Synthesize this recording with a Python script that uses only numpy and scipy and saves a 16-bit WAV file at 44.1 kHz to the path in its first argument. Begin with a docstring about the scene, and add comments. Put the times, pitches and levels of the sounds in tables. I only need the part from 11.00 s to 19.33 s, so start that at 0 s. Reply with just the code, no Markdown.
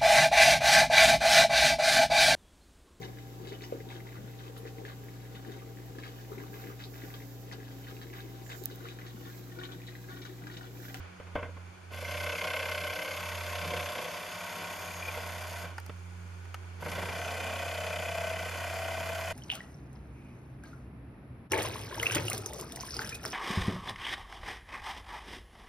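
"""Outdoors on a plywood deck, a cordless jigsaw is set down, cuts, shifts with small clicks, cuts again.
A distant machine hums over the quiet air. The saw's shoe knocks on the sheet and rings its modes.
Each upstroke tears the wood, ringing and shaking the sheet; the tone changes as the saw moves along
its curve. Over the tearing the teeth rasp, the blade hisses and briefly squeals, and the gears whine."""
import sys
import numpy as np
from scipy import signal
from scipy.fft import rfft, irfft, next_fast_len
from scipy.io import wavfile
from scipy.ndimage import uniform_filter1d

SR = 44100
rng = np.random.default_rng(int(sys.argv[2]) if len(sys.argv) > 2 else 0)


def waveform_to_disk(signal):
    """Save audio, clipped to [-1, 1], as 16-bit WAV at the path in sys.argv[1]."""
    frames = np.transpose(np.atleast_2d(signal))
    scaled = np.clip(frames, -1, 1) * 32767
    samples = np.round(scaled).astype(np.int16)
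    wavfile.write(sys.argv[1], SR, samples)


N = 367353
TIME = np.arange(N) / SR


def amp(db):
    return 10 ** (np.asarray(db) / 20)

def unit_rms(x):
    return x / np.sqrt(np.mean(x ** 2) + 1e-20)

def phase(hz):
    return 2 * np.pi * np.cumsum(hz) / SR

def curves(rows, t):
    """Every column of a table, read at the times t."""
    times, *columns = np.transpose(rows)
    return [np.interp(t, times, column) for column in columns]

def along(spot, values):
    """Values at evenly spaced spots on the saw's path, read at one spot (0-1)."""
    return np.interp(spot, np.linspace(0, 1, len(values)), values)

def eq(x, points):
    """Filters by a curve of (f/Hz, gain/dB) points."""
    size = next_fast_len(x.shape[-1] + SR // 20)
    bins = np.fft.rfftfreq(size, 1 / SR)
    hz, db = np.transpose(points)
    gain = amp(np.interp(np.log(bins + 1), np.log(hz + 1), db))
    return irfft(rfft(x, size) * gain, size)[..., :x.shape[-1]]

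def ring(x, hz, width):
    """One resonance of peak gain 1."""
    return signal.lfilter(*signal.iirpeak(hz, hz / width, SR), x)

def drift(shape, seconds):
    """Smooth random modulation of rms 1."""
    span = round(seconds * SR)
    return unit_rms(uniform_filter1d(uniform_filter1d(rng.standard_normal(shape), span), span))

def add(mix, s, sound):
    part = mix[:, round(s * SR):][:, :sound.shape[-1]]
    part += sound[..., :part.shape[-1]]

# Stereo width: f/Hz, side gain/dB
WIDTH = [(60, -23), (150, -8.5), (380, -12.5), (950, -16.5), (2380, -13), (5980, -10.5), (15000, -8)]
def stereo(pair):
    """Mid and side become left and right."""
    side = eq(pair[1], WIDTH)
    return np.array([pair[0] + side, pair[0] - side])

# Tone of the outdoor wash: f/Hz, level/dB
AIR_EQ = [(200, -13), (300, -5.5), (500, -4.5), (1000, -3), (3000, -12), (4000, -12.5), (7000, -12),
          (10000, -14.5), (13000, -21.5), (15000, -32)]
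# Tone of the far rumble: f/Hz, level/dB
RUMBLE_EQ = [(15, -16), (30, -7), (60, 2), (150, -2.5), (300, -1.5), (450, -63)]
# Steady resonances in the wash: f/Hz, width/Hz, gain/dB
AIR_BANDS = [(372, 39, 4), (1470, 110, 1), (2340, 210, 1), (6540, 55, 8.5)]
# Fader ride of the wash: t/s, level/dB, treble/dB
AIR_RIDE = [(0, -53.5, -12), (.15, -56.5, -7.5), (.9, -57.5, -6), (4.7, -54, -6), (5, -56.5, -3.5),
            (8.33, -55, -13)]
def air():
    """The outdoor bed: distant wash and rumble, only partly alike left and right."""
    db, treble_db = curves(AIR_RIDE, TIME)
    noise = rng.standard_normal((3, N))
    wash = eq(0.45 * noise[0] + noise[1:], AIR_EQ)
    wash = unit_rms(wash + sum(amp(gain) * ring(wash, hz, width) for hz, width, gain in AIR_BANDS))
    wash *= amp(db + 0.16 * drift(N, 0.02))
    low = eq(wash, [(4000, 6.5), (9000, -24)])
    far = rng.standard_normal((3, N))
    rumble = amp([[-65], [-63]]) * unit_rms(eq(far[0] + .5 * far[1:], RUMBLE_EQ))
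    return low + amp(treble_db) * (wash - low) + rumble

# The hum swells and fades, then holds: t/s, level/dB
HUM_RIDE = [(0.0, -40.5), (0.16, -61), (0.25, -48), (0.51, -44), (0.69, -47.5), (0.76, -57.5),
            (0.95, -43.5), (1.28, -42), (1.39, -52.5), (1.74, -45), (1.92, -47), (2.04, -72), (2.13, -49.5),
            (2.37, -43), (2.83, -43), (2.99, -60.5), (3.6, -60.5), (4.04, -46), (4.5, -44.5), (8.33, -43.5)]
# Its wavering overtone: harmonic number, width/Hz, level/dB
HUM_OVERTONES = [(2, 6.1, -64)]
def distant_machine(hum_hz=87.94, rise_hz_per_db=0.17):
    """A low hum, right of centre, that goes a little sharp as it fades."""
    db, = curves(HUM_RIDE, TIME)
    angle = phase(hum_hz + rise_hz_per_db * (-44 - db))
    tone = np.sqrt(2) * amp(db) * np.sin(angle)
    for k, width, overtone_db in HUM_OVERTONES:
        a, b = drift((2, N), 0.55 / width)
        tone += amp(overtone_db) * ((a + 1.73) * np.sin(k * angle) + b * np.cos(k * angle))
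    return tone * amp([[-2.5], [2]])

# Modes of the saw's housing: f/Hz, width/Hz, level/dB
HOUSING_MODES = [(904, 100, 22), (1360, 270, 20), (1810, 97, 18)]
# Handling clicks: t/s, peak of the ring/dB, treble over the ring/dB
CLICKS = [(4.782, -28, -23), (4.801, -48, 10), (4.864, -43.5, 4), (5.454, -45, -20), (5.544, -28.5, -21),
          (5.918, -32, -1)]
def click(db, treble_db, ring_t60=0.031, spray_t60=0.014):
    """Metal parts tick: a brief ring of the housing and a spray of treble."""
    t = np.arange(round(.1 * SR)) / SR
    tick = rng.standard_normal((2, len(t))) * np.minimum(t / 0.00047, 1)
    strike = tick * amp(-60 * t / ring_t60)
    housing = sum(amp(gain) * ring(strike, hz, width) for hz, width, gain in HOUSING_MODES)
    spray = eq(tick, [(2500, -37), (4900, 10), (6500, -3), (10000, 1), (16000, -1)])
    spray *= amp(-60 * t / spray_t60)
    spray *= amp(treble_db) / abs(spray[0]).max()
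    return amp(db) * stereo(housing / abs(housing[0]).max() + spray)

def resonate(drive, modes, spot, compression=0):
    """Rings a mode bank balanced for the saw's spot; compression holds down each mode's slow swells."""
    gains = [amp(along(spot, db)) for _, _, *db in modes]
    rung = power = 0
    for k, (gain, (hz, width, *_)) in enumerate(zip(gains, modes)):
        mode = ring(drive, hz, width)
        swell = abs(uniform_filter1d(mode[0] ** 2, 5400)) / np.mean(mode[0] ** 2) + 1e-6
        rung += (-1) ** k * gain * mode / swell ** (compression / 2)
        power += gain ** 2 * width
    return rung / np.sqrt(power * np.pi / SR)

# Modes of the plywood sheet: f/Hz, width/Hz, level/dB at each of four spots along the path
DECK_MODES = [(475.3, 46, -2, -4, -8.5, -6.5), (608, 50.4, 1.5, 0.5, -2, 0), (655.6, 39.6, -4, -3, 5, 1.5),
              (702.3, 57, -7.5, -2.5, 1.5, 1), (949, 75, -9, -4.5, -1, -7.5),
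              (1080, 64, -3, -1.5, -2.5, -6), (1435, 172, -5, -7, -1.5, -7), (1536.4, 61.4, 5, -0.5, 5, -1),
              (2005, 280, -10.5, -7, -2.5, -7), (2107, 62, 5.5, -0.5, 0, -9),
              (2359, 180, -1, -2.5, -1.5, -11.5), (2448, 193, -3, -3, -2, -1),
              (2640, 94, -4.5, -4, -9.5, -7), (2960, 172, -4.5, -8, -6, -9.5),
              (3490, 560, -11.5, -8.5, -10, -16.5)]
def deck(drive, spot, compression=0):
    """The sheet rings, its modes driven unevenly from spot to spot."""
    return resonate(drive, DECK_MODES, spot, compression)

# The shoe meets the deck: t/s, peak of the wood/dB, contact/s
KNOCKS = [(0.2, -33, 0.0045), (0.268, -44.5, 0.0053), (0.355, -20, 0.0095), (0.383, -31.5, 0.026),
          (0.428, -30, 0.0059), (0.449, -36.5, 0.011), (0.489, -39, 0.0051), (0.567, -42, 0.0052),
          (0.917, -40.5, 0.0074), (2.735, -26, 0.0041), (4.079, -34, 0.0061), (4.17, -30.5, 0.006),
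          (4.642, -33.5, 0.0054), (4.897, -30.5, 0.00073), (5.822, -29.5, 0.0045), (5.86, -29, 0.006),
          (5.919, -29, 0.0056), (5.981, -27, 0.012), (6.028, -30, 0.0065), (6.086, -28.5, 0.008)]
def knock(db, contact, pressed):
    """A soft, rattling blow rings the sheet; its low thump is weaker once the saw presses down."""
    t = np.arange(round(.3 * SR)) / SR
    envelope = np.minimum(t / 0.0019, 1) * (np.exp(-t / contact) + 0.67 * amp(-60 * t / 0.47))
    blow = eq(rng.standard_normal((2, len(t))) * envelope,
              [(40, 6), (100, 22.5), (250, 11), (500, 3), (1000, 0), (3000, -12.5), (8000, -27)])
    wood = deck(blow, spot=0.15) + 0.21 * blow
    wood *= amp(-60 * t / (42 * contact))  # a brief tap is damped soon
    thump_db = (-24 if pressed else -11) - 60 * t / min(0.058, 20 * contact)
    thump = amp(thump_db) * (np.sin(2 * np.pi * 60 * t) + np.sin(2 * np.pi * 290 * t))
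    return amp(db) * stereo(wood / abs(wood[0]).max() + thump)

# Fader rides of the motor tones: t/s, gear whine/dB, whistle before its trim/dB
WHINE_RIDE = [(1.02, -74, -74), (1.055, -53, -72), (1.125, -56, -72), (1.3, -56, -72), (1.42, -57, -71),
              (1.5, -65, -71), (1.8, -62, -68), (2.3, -56, -62), (2.9, -60, -66), (3.3, -59, -66),
              (4.0, -55, -64), (4.1, -62, -64), (4.6, -60, -68), (6.0, -68, -78), (6.2, -52, -77),
              (6.4, -60, -76), (7.2, -61, -72), (7.6, -62, -62), (8.3, -62, -61)]
def gear_whine(t, rate, angle, mesh_per_stroke=194, whistle_trim_db=-2.5):
    """The gears mesh in a jittery whine, with the motor's thin whistle an octave up."""
    whine_db, whistle_db = curves(WHINE_RIDE, t)
    jitter = .002 * drift(len(t), .004) + .001 * drift(len(t), .05)
    mesh = mesh_per_stroke * (angle + phase(rate * jitter))
    whine = amp(whine_db + 2.9 * drift(len(t), 0.028)) * np.sin(mesh)
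    whistle = amp(whistle_db + whistle_trim_db + 3.5 * drift(len(t), .04)) * np.sin(2 * mesh)
    return whine + whistle

def throb(x, cycle, depth_db, force_db, grab=0.07, hold=0.33, release=0.66):
    """Teeth grab fast and let go slowly (in turns after contact); the average level stays even."""
    grip = np.interp(cycle % 1, [0, grab, hold, release, 1], [0, 1, 1, 0, 0])
    pulsed = x * amp(depth_db * grip + force_db)
    return np.std(x) * pulsed / np.sqrt(uniform_filter1d(pulsed[0] ** 2, 6000))

# Modes of blade, shoe and housing: f/Hz, width/Hz, level/dB at start, middle and end of the path
BLADE_MODES = [(4130, 280, 3.5, -3, 5), (4740, 166, 4, 3.5, 8), (5170, 490, -1.5, -2, 2.5),
               (6200, 450, -4, -1.5, 2.5), (6920, 230, -5.5, -5, 3), (7640, 440, -3, 1, 7),
               (7960, 1900, -8, -5, 0.5), (10150, 1700, -9, -2.5, 0.5), (10820, 740, -3.5, -2, 2.5),
               (11610, 430, 0, 2, -2), (12530, 2140, -14.5, -3.5, -2), (13210, 1300, -12, -5, 0.5)]
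def blade_hiss(t, angle, cycle, spot, depth_db, force_db):
    """Friction: the lower band follows the teeth, the top rubs going up and coming down."""
    friction = rng.standard_normal((2, len(t))) * amp(1.4 * drift(len(t), 0.0024))
    lower = eq(friction, [(6000, 0), (8000, -30)])
    rub_db = 1.24 * np.cos(angle - .6) + 1.3 * np.cos(2 * angle - 3.7)
    scrape = throb(lower, cycle, 0.85 * depth_db, force_db) + (friction - lower) * amp(rub_db)
    return unit_rms(resonate(unit_rms(scrape), BLADE_MODES, spot))

# A squeal late in the first cut: t/s, level/dB, f/Hz
SQUEAL = [(3.82, -63, 2420), (3.9, -47, 2420), (3.98, -60, 2400), (4.03, -45, 2370), (4.09, -40.5, 2390),
          (4.12, -48, 2250), (4.15, -43, 2050), (4.21, -70, 2000)]
def blade_squeal(t, angle):
    """The blade squeals in one wavering pulse a stroke."""
    db, hz = curves(SQUEAL, t)
    pulse = amp(db + 3.8 * drift(len(t), 0.0069)) * (1 + np.cos(angle)) ** 2 / 2
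    return pulse * np.sin(phase(hz + 50 * drift(len(t), .004)))

# Harmonics of the stroke: harmonic number, level/dB at start, middle and end of the path
CRANK_HARMONICS = [(3, -67, -65, -64), (4, -69, -70, -63), (5, -63, -63, -67), (7, -68, -67, -63),
                   (9, -61, -70, -66), ]
def crank_beat(angle, spot, bite_db):
    """The sheet carries the crank's beat as a low buzz that drops away when the bite is light."""
    duck_db = np.clip(bite_db + 46, -40, 0)
    buzz = 0
    for k, *db in CRANK_HARMONICS:
        level = amp(along(spot, db) + duck_db + 1.8 * drift(len(angle), 0.11))
        buzz += level * np.sqrt(2) * np.sin(k * angle + k * k)
    return buzz

# Singing notes in the second cut: harmonic number, centre t/s, half-length/s, level/dB
SINGING = [(22, 6.27, .1, -49), (20, 6.62, .15, -47), (20, 6.92, .15, -42), (21, 7.18, .2, -41),
           (20, 7.27, .13, -42), (23, 7.9, .25, -50), (20, 8.05, .38, -43)]
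def sheet_singing(t, angle, cycle):
    """Single stroke harmonics swell and sing near the sheet's modes, pulsing with the blade."""
    pulse_db = 4 * np.cos(2 * np.pi * (cycle - 0.39))
    notes = 0
    for k, s, half, db in SINGING:
        level = amp(db + 0.44 * drift(len(t), 0.025) + pulse_db) * np.exp(-((t - s) / half) ** 2)
        notes += level * np.sqrt(2) * np.sin(k * angle + s)
    return notes

# Tone of the shaking sheet: f/Hz, gain/dB
SHAKE_EQ = [(62, -30), (105, -5), (119, -16.5), (172, 2.5), (199, -8.5), (221, -8.5), (450, -12.5),
            (580, -9.5), (990, -120)]
# The saw bucks: t/s, level/dB, decay/s
BUCKS = [(2.62, -43, 0.11), (2.96, -45, 0.066), (3.55, -51, 0.11), (5.82, -48.5, 0.48)]
def sheet_shake(t, tear):
    """The tearing shakes the whole sheet: a low rumble that surges when the saw bucks."""
    bucking = sum(amp(db) * np.clip((t - s) / 0.037, 0, 1) * np.exp(-abs(t - s) / decay)
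                  for s, db, decay in BUCKS)
    return (amp(-60.5 + 2 * drift(len(t), 0.13)) + bucking) * unit_rms(eq(tear, SHAKE_EQ))

# The rasping note: t/s, starting f/Hz, level over the bite/dB
RASP = [(1, 3200, -9), (2.1, 3000, -9), (2.3, 3200, -11), (3.1, 3600, -11), (4.7, 3000, -17),
        (6.2, 3650, -12), (6.85, 3550, -11), (7.05, 2900, -10), (7.5, 2650, -11), (8.3, 2600, -16)]
def tooth_rasp(t, cycle, spot, force_db, sag_hz=(1700, 1300, 750)):
    """Teeth passing the sheet's face sing a rough note that sinks as the blade slows in each upstroke."""
    top_hz, db = curves(RASP, t)
    upstroke = np.minimum((cycle + .05) % 1 / 0.5, 1)
    hz = top_hz - along(spot, sag_hz) * upstroke + 650 * drift(len(t), .0007) + 80 * drift(len(t), .1)
    note = np.sin(phase(hz) + np.array([[0], [1]]))
    note *= np.sin(np.pi * upstroke ** 0.78) * amp(2 * drift(len(t), 0.0042))
    return amp(db + force_db) * unit_rms(sum(ring(note, *mode[:2]) for mode in DECK_MODES))

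def tearing(turns, cycle, depth_db, low_depth_db, force_db, steps=1300):
    """Wood tears: random chips, plus patterns that repeat as the same teeth meet the same kerf."""
    n = len(turns)
    chips = rng.standard_normal((2, n)) * amp(1.6 * drift(n, 0.0014))
    patterns = rng.standard_normal((4, 2, steps))[:, :, (turns % 1 * steps).astype(int)]
    crossfade = 0.53 + drift((4, 1, n), 0.12)
    teeth = unit_rms((patterns * crossfade).sum(0))
    grain = 0.98 * unit_rms(chips) + eq(teeth, [(20, -10.5), (700, 4.5), (1500, -1), (4000, -3.5)])
    lows = eq(grain, [(850, 0), (1250, -30)])
    late_lows = throb(lows, cycle - 0.14, low_depth_db, force_db)  # the low modes answer later
    return throb(grain - lows, cycle, depth_db, force_db) + late_lows

# Blade speed, a table a cut; it spins up, then sags and recovers with the load: t/s, stroke rate/Hz
STROKE_RATES = [
    [(0.92, 22.0), (1.06, 30.7), (1.14, 32.74), (1.35, 33.44), (1.58, 32.6), (2.2, 33.63), (2.5, 33.7),
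     (2.7, 32.5), (2.9, 32.62), (3.02, 32.15), (3.24, 33.75), (3.7, 33.78), (3.95, 34.12), (4.2, 33.35),
     (4.45, 34.05), (4.7, 33.8)],
    [(5.82, 22.0), (5.89, 29.0), (6.06, 30.1), (6.18, 32.0), (6.87, 32.47), (7.29, 32.3), (7.71, 33.02),
     (8.33, 32.76)],
]
# How hard the teeth bite, a table a cut: t/s, level/dB
BITES = [
    [(0.9, -55), (0.94, -46), (1.16, -37.5), (1.52, -34.5), (2.35, -39.5), (2.75, -36.5), (3.26, -41.5),
     (3.64, -40), (4.01, -43), (4.1, -40.5), (4.63, -43), (4.71, -49.5), (4.78, -68)],
    [(5.79, -57), (5.82, -52.5), (5.9, -40), (6.28, -37.5), (6.95, -37.5), (7.28, -37.5), (7.4, -38.5),
     (8.33, -37.5)],
]
# The saw's path along its curve: t/s, spot/0-1
PATH = [(1, 0.1), (2.1, 0.03), (2.2, 0.25), (3.1, 0.3), (3.3, 0.45), (4.7, 0.54), (5.8, 0.48), (6.4, 0.99),
        (7.25, 0.91), (7.5, 0.88), (7.8, 0.86), (8.3, 0.88)]
# Feel of the stroke: t/s, tearing throb/dB, low throb/dB, low shelf/dB, first contact/turns
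STROKE_SHAPE = [(1, 3.5, 8, 1.5, 0.87), (1.3, 10, 8, -1, 0.8), (2.1, 7.5, 2, 0.5, 0.78),
                (2.2, 5, 2, -3.5, 0.85), (2.8, 7, 3.5, -0.5, 0.7), (3.05, 4.5, 9, 0.5, 0.81),
                (3.3, 3, 3, -2.5, 0.87), (4.7, 3.5, 1, 0, 0.737), (5.8, 4, 1.5, 0.5, 0.78),
                (7.1, 5, 10.5, 0, 0.84), (8.3, 4, 11, -1.5, 0.69)]
def jigsaw_cut(rates, bites, first_turn, off_s, rise_s=0.022, brake_db_per_s=182):
    """One cut, a stroke per crank turn; hiss and whine die fast once the trigger is let go."""
    t = np.arange(bites[0][0], bites[-1][0], 1 / SR)
    rate, = curves(rates, t)
    bite_db, = curves(bites, t)
    spot, = curves(PATH, t)
    depth_db, low_depth_db, shelf_db, contact = curves(STROKE_SHAPE, t)
    turns = np.cumsum(rate) / SR
    turns += first_turn - np.interp(rates[0][0], t, turns)
    angle = 2 * np.pi * turns
    cycle = turns - contact  # a whole number each time the teeth meet the wood
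    stroke = np.round(turns).astype(int) + 2
    force_db = 0.32 * uniform_filter1d(rng.standard_normal(300)[stroke], 200)  # no two bite alike

    tear = tearing(turns, cycle, depth_db, low_depth_db, force_db)
    wood = unit_rms(deck(tear, spot, compression=0.5))  # each mode's slow swells are held down
    wood += tooth_rasp(t, cycle, spot, force_db)
    wood += (amp(shelf_db) - 1) * eq(wood, [(800, 0), (900, -30)])
    sound = amp(bite_db) * wood + sheet_shake(t, tear)
    sound += blade_squeal(t, angle) + crank_beat(angle, spot, bite_db) + sheet_singing(t, angle, cycle)

    hiss_db = -49.5 + 0.27 * (bite_db + 39) + 1.4 * 20 * np.log10(rate / 33)  # grows with bite and speed
    hiss = amp(hiss_db) * blade_hiss(t, angle, cycle, spot, depth_db, force_db)
    motor = np.minimum((t - t[0]) / rise_s, 1) ** 2 * amp(-brake_db_per_s * np.maximum(t - off_s, 0))
    sound += motor * (hiss + gear_whine(t, rate, angle))
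    return stereo(sound * signal.windows.tukey(len(t), .006))

def scene():
    """Hum and air under the knocks, clicks and two cuts."""
    mix = distant_machine() + air()
    first_cut_s = STROKE_RATES[0][0][0]
    for s, db, contact in KNOCKS:
        add(mix, s - .002, knock(db, contact, pressed=s > first_cut_s))
    for s, db, treble_db in CLICKS:
        add(mix, s - .001, click(db, treble_db))
    first_turns, trigger_off_s = (.64, .21), (4.63, 8.33)
    for rates, bites, first_turn, off_s in zip(STROKE_RATES, BITES, first_turns, trigger_off_s):
        add(mix, bites[0][0], jigsaw_cut(rates, bites, first_turn, off_s))
    return mix

# Narrow dips in the treble: f/Hz, width/Hz, share removed/0-1
NOTCHES = [(3894, 560, 0.69), (7820, 320, 1)]
def record(dry, cutoff_hz=14550):
    """Master EQ: two notches, then a steep low-pass."""
    for hz, width, share in NOTCHES:
        dry = dry - share * ring(dry, hz, width)
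    low_pass = signal.firwin(511, cutoff_hz, window=("kaiser", 9), fs=SR)
    return signal.oaconvolve(dry, low_pass[None], "same")


dry = scene()
out = record(dry)
waveform_to_disk(out)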